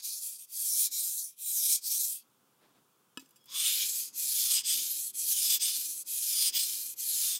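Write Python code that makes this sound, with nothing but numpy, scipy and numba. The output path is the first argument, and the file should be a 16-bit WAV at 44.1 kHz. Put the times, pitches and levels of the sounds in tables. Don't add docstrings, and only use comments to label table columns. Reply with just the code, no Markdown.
import sys
import numpy as np
from scipy import signal
from scipy.fft import rfft, irfft, next_fast_len
from scipy.io import wavfile
from scipy.ndimage import uniform_filter1d
from numba import njit

SR = 44100
rng = np.random.default_rng(int(sys.argv[2]) if len(sys.argv) > 2 else 0)


def file_out(sig):
    cols = np.atleast_2d(sig).T
    lim = np.clip(cols, -1, 1)
    pcm = np.round(lim * 32767).astype(np.int16)
    wavfile.write(sys.argv[1], SR, pcm)


N = 325899
CONTROL_STEP = 32
T = np.arange(0, N + CONTROL_STEP, CONTROL_STEP) / SR
PADDED = next_fast_len(N, True)
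HZ = np.fft.rfftfreq(PADDED, 1 / SR) + 1

MOVE_S = 2.23
LIFT_S, LAND_S = 2.26, 3.2

# (start [s], pick-up [s], hiss once moving [dB], hiss before braking [dB], braking [s], hiss at rest [dB],
#  body over hiss at start [dB], body over hiss at end [dB], flex over hiss before place and speed terms [dB])
STROKES = [ (-0.4, .03, -40, -43, 0.021, -60.5, -10, 1, -21),
           (0.015, 0.016, -35.5, -48.5, 0.01, -68.5, -4.5, -16, -37),
           (0.464, 0.055, -33.5, -28, 0.018, -57.5, -19, -8, -38.5),
           (0.899, 0.024, -30, -40.5, 0.048, -68.5, -7.5, -16.5, -38.5),
           (1.354, 0.047, -33, -28, 0.029, -62.5, -21, -6, -41.5),
           (1.808, .03, -31.5, -31.5, 0.069, -83, -7.5, -14, -41.5),
           (3.46, 0.065, -28.5, -39.5, .035, -69, -1.5, -8, -28),
           (4.123, 0.026, -34, -28, 0.025, -60.5, -10, -2, -30.5),
           (4.63, 0.021, -32.5, -36.5, 0.014, -65.5, 2, -14, -34),
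           (5.125, 0.021, -35.5, -28.5, 0.017, -58.5, -11.5, -0.5, -33),
           (5.591, 0.017, -30.5, -41, 0.012, -68, 1, -13, -33.5),
           (6.042, .022, -36.5, -28.5, 0.017, -62, -13, 0, -31.5),
           (6.517, 0.019, -32, -40, 0.011, -67, 0, -11.5, -31),
           (6.951, 0.027, -32.5, -31.5, 0.021, -65, -10.5, -3, -30.5), ]


def undb(db):
    return 10 ** (np.asarray(db) / 20)


def unit(x):
    return x / np.sqrt(np.mean(x ** 2))


def shape(points):
    hz, db = np.transpose(points)
    return undb(np.interp(np.log(HZ), np.log(hz), db))


def bell(hz, width_hz):
    return 1 / (1 + (2 * (HZ - hz) / width_hz) ** 2)


def above(hz, order):
    return 1 / (1 + (hz / HZ) ** order)


def tint(spectrum, gain):
    return unit(irfft(spectrum * gain, PADDED)[:N])


def colour(x, gain):
    return tint(rfft(x, PADDED), gain)


def fine(control):
    return np.repeat(control, CONTROL_STEP)[:N]


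def walk(rate_hz):
    hold = int(len(T) / T[-1] / rate_hz)
    steps = np.repeat(rng.standard_normal(len(T) // hold + 1), hold)
    smooth = uniform_filter1d(uniform_filter1d(steps, hold), hold)
    return unit(smooth[:len(T)])


def swells(rows):
    power = sum(undb(db) ** 2 * np.exp(-((T - s) / np.where(T < s, rise_s, fall_s)) ** 2)
                for s, db, rise_s, fall_s in rows)
    return np.sqrt(power)


def even(x):
    span = int(.07 * SR)
    power = uniform_filter1d(uniform_filter1d(x ** 2, span), span)
    return x / np.sqrt(power + 1e-12)


def grit(share, spread_db):
    catches = rng.random(N) < share
    return catches * rng.standard_normal(N) * undb(spread_db * rng.exponential(size=N))


@njit
def svf(x, g, k, gain):
    y, band, low = np.empty(len(x)), 0., 0.
    for i in range(len(x)):
        c = g[i >> 5]
        v = (band + c * (x[i] - low)) / (1 + c * (c + k))
        band, low, y[i] = 2 * v - band, low + 2 * c * v, k * v * gain[i >> 5]
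    return y


def resonance(x, hz, width_hz, stretch, db):
    centre_hz = np.minimum(hz * stretch, .45 * SR)
    return svf(x, np.tan(np.pi * centre_hz / SR), width_hz / hz, undb(db))


def motion():
    # (time [s], hiss [dB], body on top [dB], lower body on top of that [dB],
    #  half width to 1/e of the dB [s])
    surges = [(.2, -2.5, 1.5, -4, 0.024), (.27, 6.5, -5.5, 3, 0.047), (.81, 3, -2, 0, 0.047),
              (1.06, 2, -2.5, -1, 0.03), (1.2, 2.5, -5, -0.5, 0.067), (1.66, 0.5, 0.5, 6, .05),
              (1.73, 5, -1.5, 1, 0.025), (1.92, 2.5, 0.5, 1, 0.029), (2.12, 1, -7.5, 0, 0.084),
              (3.68, 1.5, -0.5, 9.5, 0.12), (3.83, 0, 3, 7, 0.043), (3.99, 3.5, -3, 4, 0.024),
              (4.58, -3, 6, 1.5, 0.021), (4.7, 2.5, 0, 5.5, 0.018), (5.3, 5, -2, -2, .03),
              (6.1, 0, 1.5, 1.5, 0.048), (6.57, 1.5, 1.5, 3, 0.038), (7.07, -1.5, 0, -0.5, .04)]
    stop_s = 7.395
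    ease = 0.084
    pick_power, brake_power = 1.15, 1.32
    lower_tip_side_db, lower_tip_above_db = 13, -2.5
    flex_tip_db, flex_per_loss = -6, .6
    start, pick_s, first_db, last_db, brake_s, rest_db, body_from_db, body_to_db, flex_db = np.transpose(STROKES)
    end = np.append(start[1:], stop_s)
    end = np.where(start < LIFT_S, np.minimum(end, LIFT_S), end)
    k = np.searchsorted(start, T, side="right") - 1
    gone_s, left_s = T - start[k], np.maximum(end[k] - T, 0)

    along = np.minimum(gone_s / (end - start)[k], 1)
    along = along - ease * np.sin(2 * np.pi * along) / (2 * np.pi)
    from_heel = (k + (T > LIFT_S)) % 2
    place = np.where(from_heel, along, 1 - along)

    surge_db, surge_body_db, lower_db = sum(
        np.outer(db, np.exp(-((T - s) / width_s) ** 2)) for s, *db, width_s in surges)
    lower_db = lower_db + np.where(T < MOVE_S, lower_tip_side_db, lower_tip_above_db) * place ** 2
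    full_db = first_db[k] + along * (last_db - first_db)[k] + surge_db

    def slow(s, ramp_s, power):
        return np.exp(-(s / np.maximum(ramp_s, .003)) ** power)

    loss_db = ((full_db - rest_db[k - 1]) * slow(gone_s, pick_s[k], pick_power)
               + (full_db - rest_db[k]) * slow(left_s, brake_s[k], brake_power))
    hiss_db = full_db - loss_db + 0.35 * walk(12)
    body_db = body_from_db[k] + along * (body_to_db - body_from_db)[k] + surge_body_db
    flex_db = flex_db[k] + flex_tip_db * place + flex_per_loss * loss_db
    return hiss_db, loss_db, place, body_db, lower_db, flex_db


def strokes():
    # (frequency [Hz], level [dB])
    side_colour = [(1180, -48), (2000, -42), (2360, -38.5), (2880, -27.5), (3220, -12), (3930, -8),
                   (4240, -12.5), (4470, -9.5), (11500, 5.5), (15100, 0.5), (15800, -2.5)]
    heel_colour = [(1180, -24.5), (2000, -18.5), (3450, -2.5), (4360, -10), (4960, 4.5), (5600, -4),
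                   (7980, -5), (8700, -12), (9820, -1.5), (14600, 2.5), (15800, -13)]
    tip_colour = [(1180, -34), (2000, -60), (2400, -28), (3480, -18), (4280, -8), (4670, -18.5), (8480, 7),
                  (9490, 9.5), (10300, 12), (14500, 2.5), (15800, -7)]
    # (frequency at heel [Hz], width [Hz], climb at tip [ratio],
    #  level from the side [dB], level at heel from above [dB], level at tip from above [dB])
    pressed_modes = [(2316, 140, 0.08, 23, -6, 15), (2970, 290, 0.1, -13, -6.5, 6),
                     (3400, 185, 0.18, -26, 6, -8.5), (4163, 420, 0.09, 10.5, -5.5, 4.5),
                     (4790, 640, 0.17, -0.5, -4.5, -19), (6440, 1100, 0, -3, -14.5, 0.5),
                     (6860, 330, 0.14, -2, -8, -1.5), (8520, 790, 0.09, 3, 15, -26.5),
                     (10450, 230, 0, -4, -9.5, -1), (11750, 1500, 0.05, -5, -1, -3.5),
                     (15400, 1400, 0, -3, 14.5, -13)]
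    # (frequency at heel [Hz], width [Hz], climb at tip [ratio])
    lowest_bend = (960, 130, 1.25)
    body_per_loss = 0.23
    settle_db, settle_drop_db, settle_s = -59.5, 24, 0.048
    settle_body_db, settle_flex_db = 0.5, -8

    hiss_db, loss_db, place, body_db, lower_db, flex_db = motion()
    body_db = body_db + body_per_loss * loss_db
    beside = T < MOVE_S
    sliding = (T < LIFT_S) | (T > LAND_S)
    settling = (T > LIFT_S) & (T < STROKES[6][0])
    drag_db = settle_db - settle_drop_db * (1 - np.exp(-np.abs(T - LAND_S) / settle_s))
    hiss_db = np.where(settling, drag_db, hiss_db)
    body_db = np.where(settling, settle_body_db, body_db)
    flex_db = np.where(settling, settle_flex_db, flex_db)
    place = np.where(settling, 0, place)

    patches_db = 0.45 * walk(25) + 1.14 * walk(70) + 0.096 * walk(200)
    grains = grit(share=.6, spread_db=-0.4) * fine(undb(patches_db))
    rung = undb(-1) * grains
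    waver = np.where(beside, .5, .3)
    for hz, width_hz, climb, side_db, heel_db, tip_db in pressed_modes:
        db = np.where(beside, side_db, heel_db + place * (tip_db - heel_db))
        stretch = 1 + climb * place + waver * width_hz / hz * walk(9)
        db = db + min(width_hz / 70, 5.0) * walk(20)
        rung += resonance(grains, hz, width_hz, stretch, db)

    edge, blade, spectrum = [], [], rfft(rung, PADDED)
    upper, lower = above(6180, order=16), above(1700, order=12)
    for points in (side_colour, heel_colour, tip_colour):
        edge.append(tint(spectrum, shape(points) * np.sqrt(upper)))
        blade.append(tint(spectrum, shape(points) * np.sqrt((1 - upper) * lower)))

    fullness = fine(np.clip((body_db + 14.5) / 21.0, 0, 1))
    hiss, body = (np.where(fine(beside), side, fullness * near + (1 - fullness) * far)
                  for side, near, far in (edge, blade))
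    body = np.where(fine(beside), body + 0.24 * fullness ** 2 * (blade[1] - body), body)
    hiss, body = even(hiss), even(body)
    deep = irfft(rfft(body, PADDED) * (1 - above(3670, order=12)), PADDED)[:N]
    body = body + deep * fine(undb(np.where(settling, 0, lower_db)) - 1)
    top = irfft(rfft(hiss, PADDED) * above(10700, order=6), PADDED)[:N]
    hiss = hiss + top * fine(undb(np.clip(0.13 * (hiss_db + 34.5), -9, 0)) - 1)

    hz, width_hz, climb = lowest_bend
    bend_db = np.interp(T, [3.4, 3.5, 3.62, 3.8], [4, 24, 20, 4]) + 2.0 * walk(10)
    bend = resonance(grains, hz, width_hz, 1 + climb * place, bend_db) + grains
    flex_band = above(810, order=10) * (1 - above(2670, order=16))
    flex = even(colour(bend, HZ / 1500 * np.sqrt(flex_band)))
    flicker_db = 1.0 * walk(13) + 4.4 * np.exp(-((T - 3.55) / 0.041) ** 2)

    scrape = hiss + fine(undb(body_db)) * body + fine(undb(flex_db + flicker_db)) * flex
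    return fine(sliding * undb(hiss_db)) * scrape


def counter():
    # (time [s], peak before wander [dB], half width to 1/e power [s])
    lean_rows = [(0.12, -78.5, 0.056), (1.0, -79.5, 0.12), (1.95, -82, .08), (2.75, -78.5, 0.11),
                 (3.6, -77.5, 0.057), (4.79, -67.5, .06), (5.75, -72, 0.16), (6.68, -74, .12),
                 (7.36, -74, .1)]
    side_db, idle_db, loaded_db = -92, -89.5, -75
    body = np.sqrt(bell(286, 60) + 0.15 * bell(350, 83)) * above(150, order=4)
    body = body + undb(-19.0) * bell(65, 60)
    steady_db = np.where(T < MOVE_S, side_db, np.where(T < 3.53, idle_db, loaded_db))
    leans = swells([(s, db, width_s, width_s) for s, db, width_s in lean_rows])
    level = np.hypot(undb(steady_db), leans) * undb(2.1 * walk(25))
    return fine(level) * colour(rng.standard_normal(N), body)


def kitchen():
    # (frequency [Hz], level before fridge and treble terms [dB])
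    air_colour = [(15, -78), (25, -37.5), (91, -17), (119, -1.5), (184, -0.5), (361, -6), (391, -3.5),
                  (526, -5), (570, -12.5), (1030, -5), (1430, -7), (1870, -18), (3470, -12.5), (3970, -18),
                  (15700, -12.5)]
    # (frequency [Hz], width [Hz], boost [dB])
    fridge_modes = [(131, 26, 0.5), (540, 4.1, 17.5)]
    side_db, above_db = -79, -71
    gain = shape(air_colour) * undb(sum(db * bell(hz, width_hz) for hz, width_hz, db in fridge_modes))
    gain *= 1 - .3 * above(11000, order=6)
    hum = colour(rng.standard_normal(N), gain)
    return hum * fine(undb(np.where(T < MOVE_S, side_db, above_db) + 1.4 * walk(2.17)))


def rustle():
    # (time [s], peak [dB], rise [s], fall [s])
    brush_rows = [(2.534, -79, .03, 0.014), (2.644, -66, .03, 0.023), (2.7, -72, .03, .03),
                  (2.758, -68.5, .012, 0.03), (3.04, -83, 0.021, .015)]
    # (frequency [Hz], level [dB])
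    cloth_colour = [(120, -27), (200, -7), (1030, -12.5), (2670, -20.5), (3870, -18.5), (6150, -27),
                    (8000, -32), (10400, -64), (17600, -120)]
    return fine(swells(brush_rows)) * colour(grit(share=0.32, spread_db=1.5), shape(cloth_colour))


def taps():
    # (frequency [Hz], level before hardness tilt [dB], t60 [s])
    free_modes = [(268, -16, 0.12), (307, -16.5, 0.063), (983, -12.5, 0.056), (1296, -7, 0.043),
                  (1717, -5, 0.051), (2590, -8.5, 0.074), (2900, 0, 0.025), (3350, -8.5, 0.032),
                  (3840, -20, 0.091), (4484, -25, 0.079), (4820, -3.5, 0.033), (5980, -10, 0.044),
                  (7200, -14, 0.04), (7480, -4, 0.035), (8380, -3, 0.023), (9600, -23, 0.025),
                  (10160, -9, 0.015), (11150, -12, 0.028), (13200, -12, 0.042), (14130, -27, 0.065),
                  (15000, -26, 0.087), (446, -18.5, 0.039), (5180, -4, 0.032)]
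    # (time [s], peak of the ring before high-pass [dB], hardness [dB per octave], scrape t60 [s])
    landings = [(3.1735, -25.5, -2, 0.0026), (3.195, -40.5, 6, .012), (3.216, -53, 13, .01),
                (3.224, -52, -8, 0.0093), (3.259, -53, 3, .012), (3.291, -57, 12, .008),
                (3.308, -55, 10, 0.011), (3.359, -51, 6, 0.079), (3.441, -61.5, 15.5, .01),
                (3.457, -58, 16.5, 0.049)]
    out = np.zeros(N + SR)
    t = np.arange(SR // 6) / SR
    hz, db, t60_s = np.transpose(free_modes)[:, :, None]
    for s, peak_db, tilt_db, scrape_s in landings:
        sign = rng.choice([-1, 1], size=hz.shape)
        level = undb(db + tilt_db * np.log2(hz / 2000)) * sign
        ring = np.sum(level * np.sin(2 * np.pi * hz * t) * 1000. ** (-t / t60_s), axis=0)
        push = rng.standard_normal(size=len(t)) * 1000. ** (-t / max(scrape_s, 1e-4))
        push[0] = 6.0
        crack = rng.standard_normal(size=len(t)) * 1000. 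** (-t / (scrape_s + .02))
        hit = signal.fftconvolve(ring, push)[:len(t)]
        hit = hit / np.max(np.abs(hit))
        hit = hit + undb(-19.5 + 1.6 * tilt_db) * np.diff(crack, append=0) / 2
        first = int(s * SR)
        out[first:first + len(t)] += undb(peak_db) * hit
    return signal.sosfilt(signal.butter(2, 170, "high", fs=SR, output="sos"), out[:N])


def sing():
    # (frequency [Hz], width [Hz], peak level [dB])
    thin_tones = [(3330, 60, -72), (5260, 50, -75)]
    # (peak time [s], rise [s], fall [s])
    tone_swell = (3.46, .05, .05)
    s, rise_s, fall_s = tone_swell
    return sum(fine(swells([(s, db, rise_s, fall_s)])) * colour(rng.standard_normal(N), bell(hz, width_hz))
               for hz, width_hz, db in thin_tones)


def scene():
    mid = strokes() + counter() + kitchen() + rustle() + taps() + sing()
    return np.array([mid, mid])


def record(dry):
    return signal.sosfilt(signal.ellip(12, .2, 80, 15800, fs=SR, output="sos"), dry)


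dry = scene()
out = record(dry)
file_out(out)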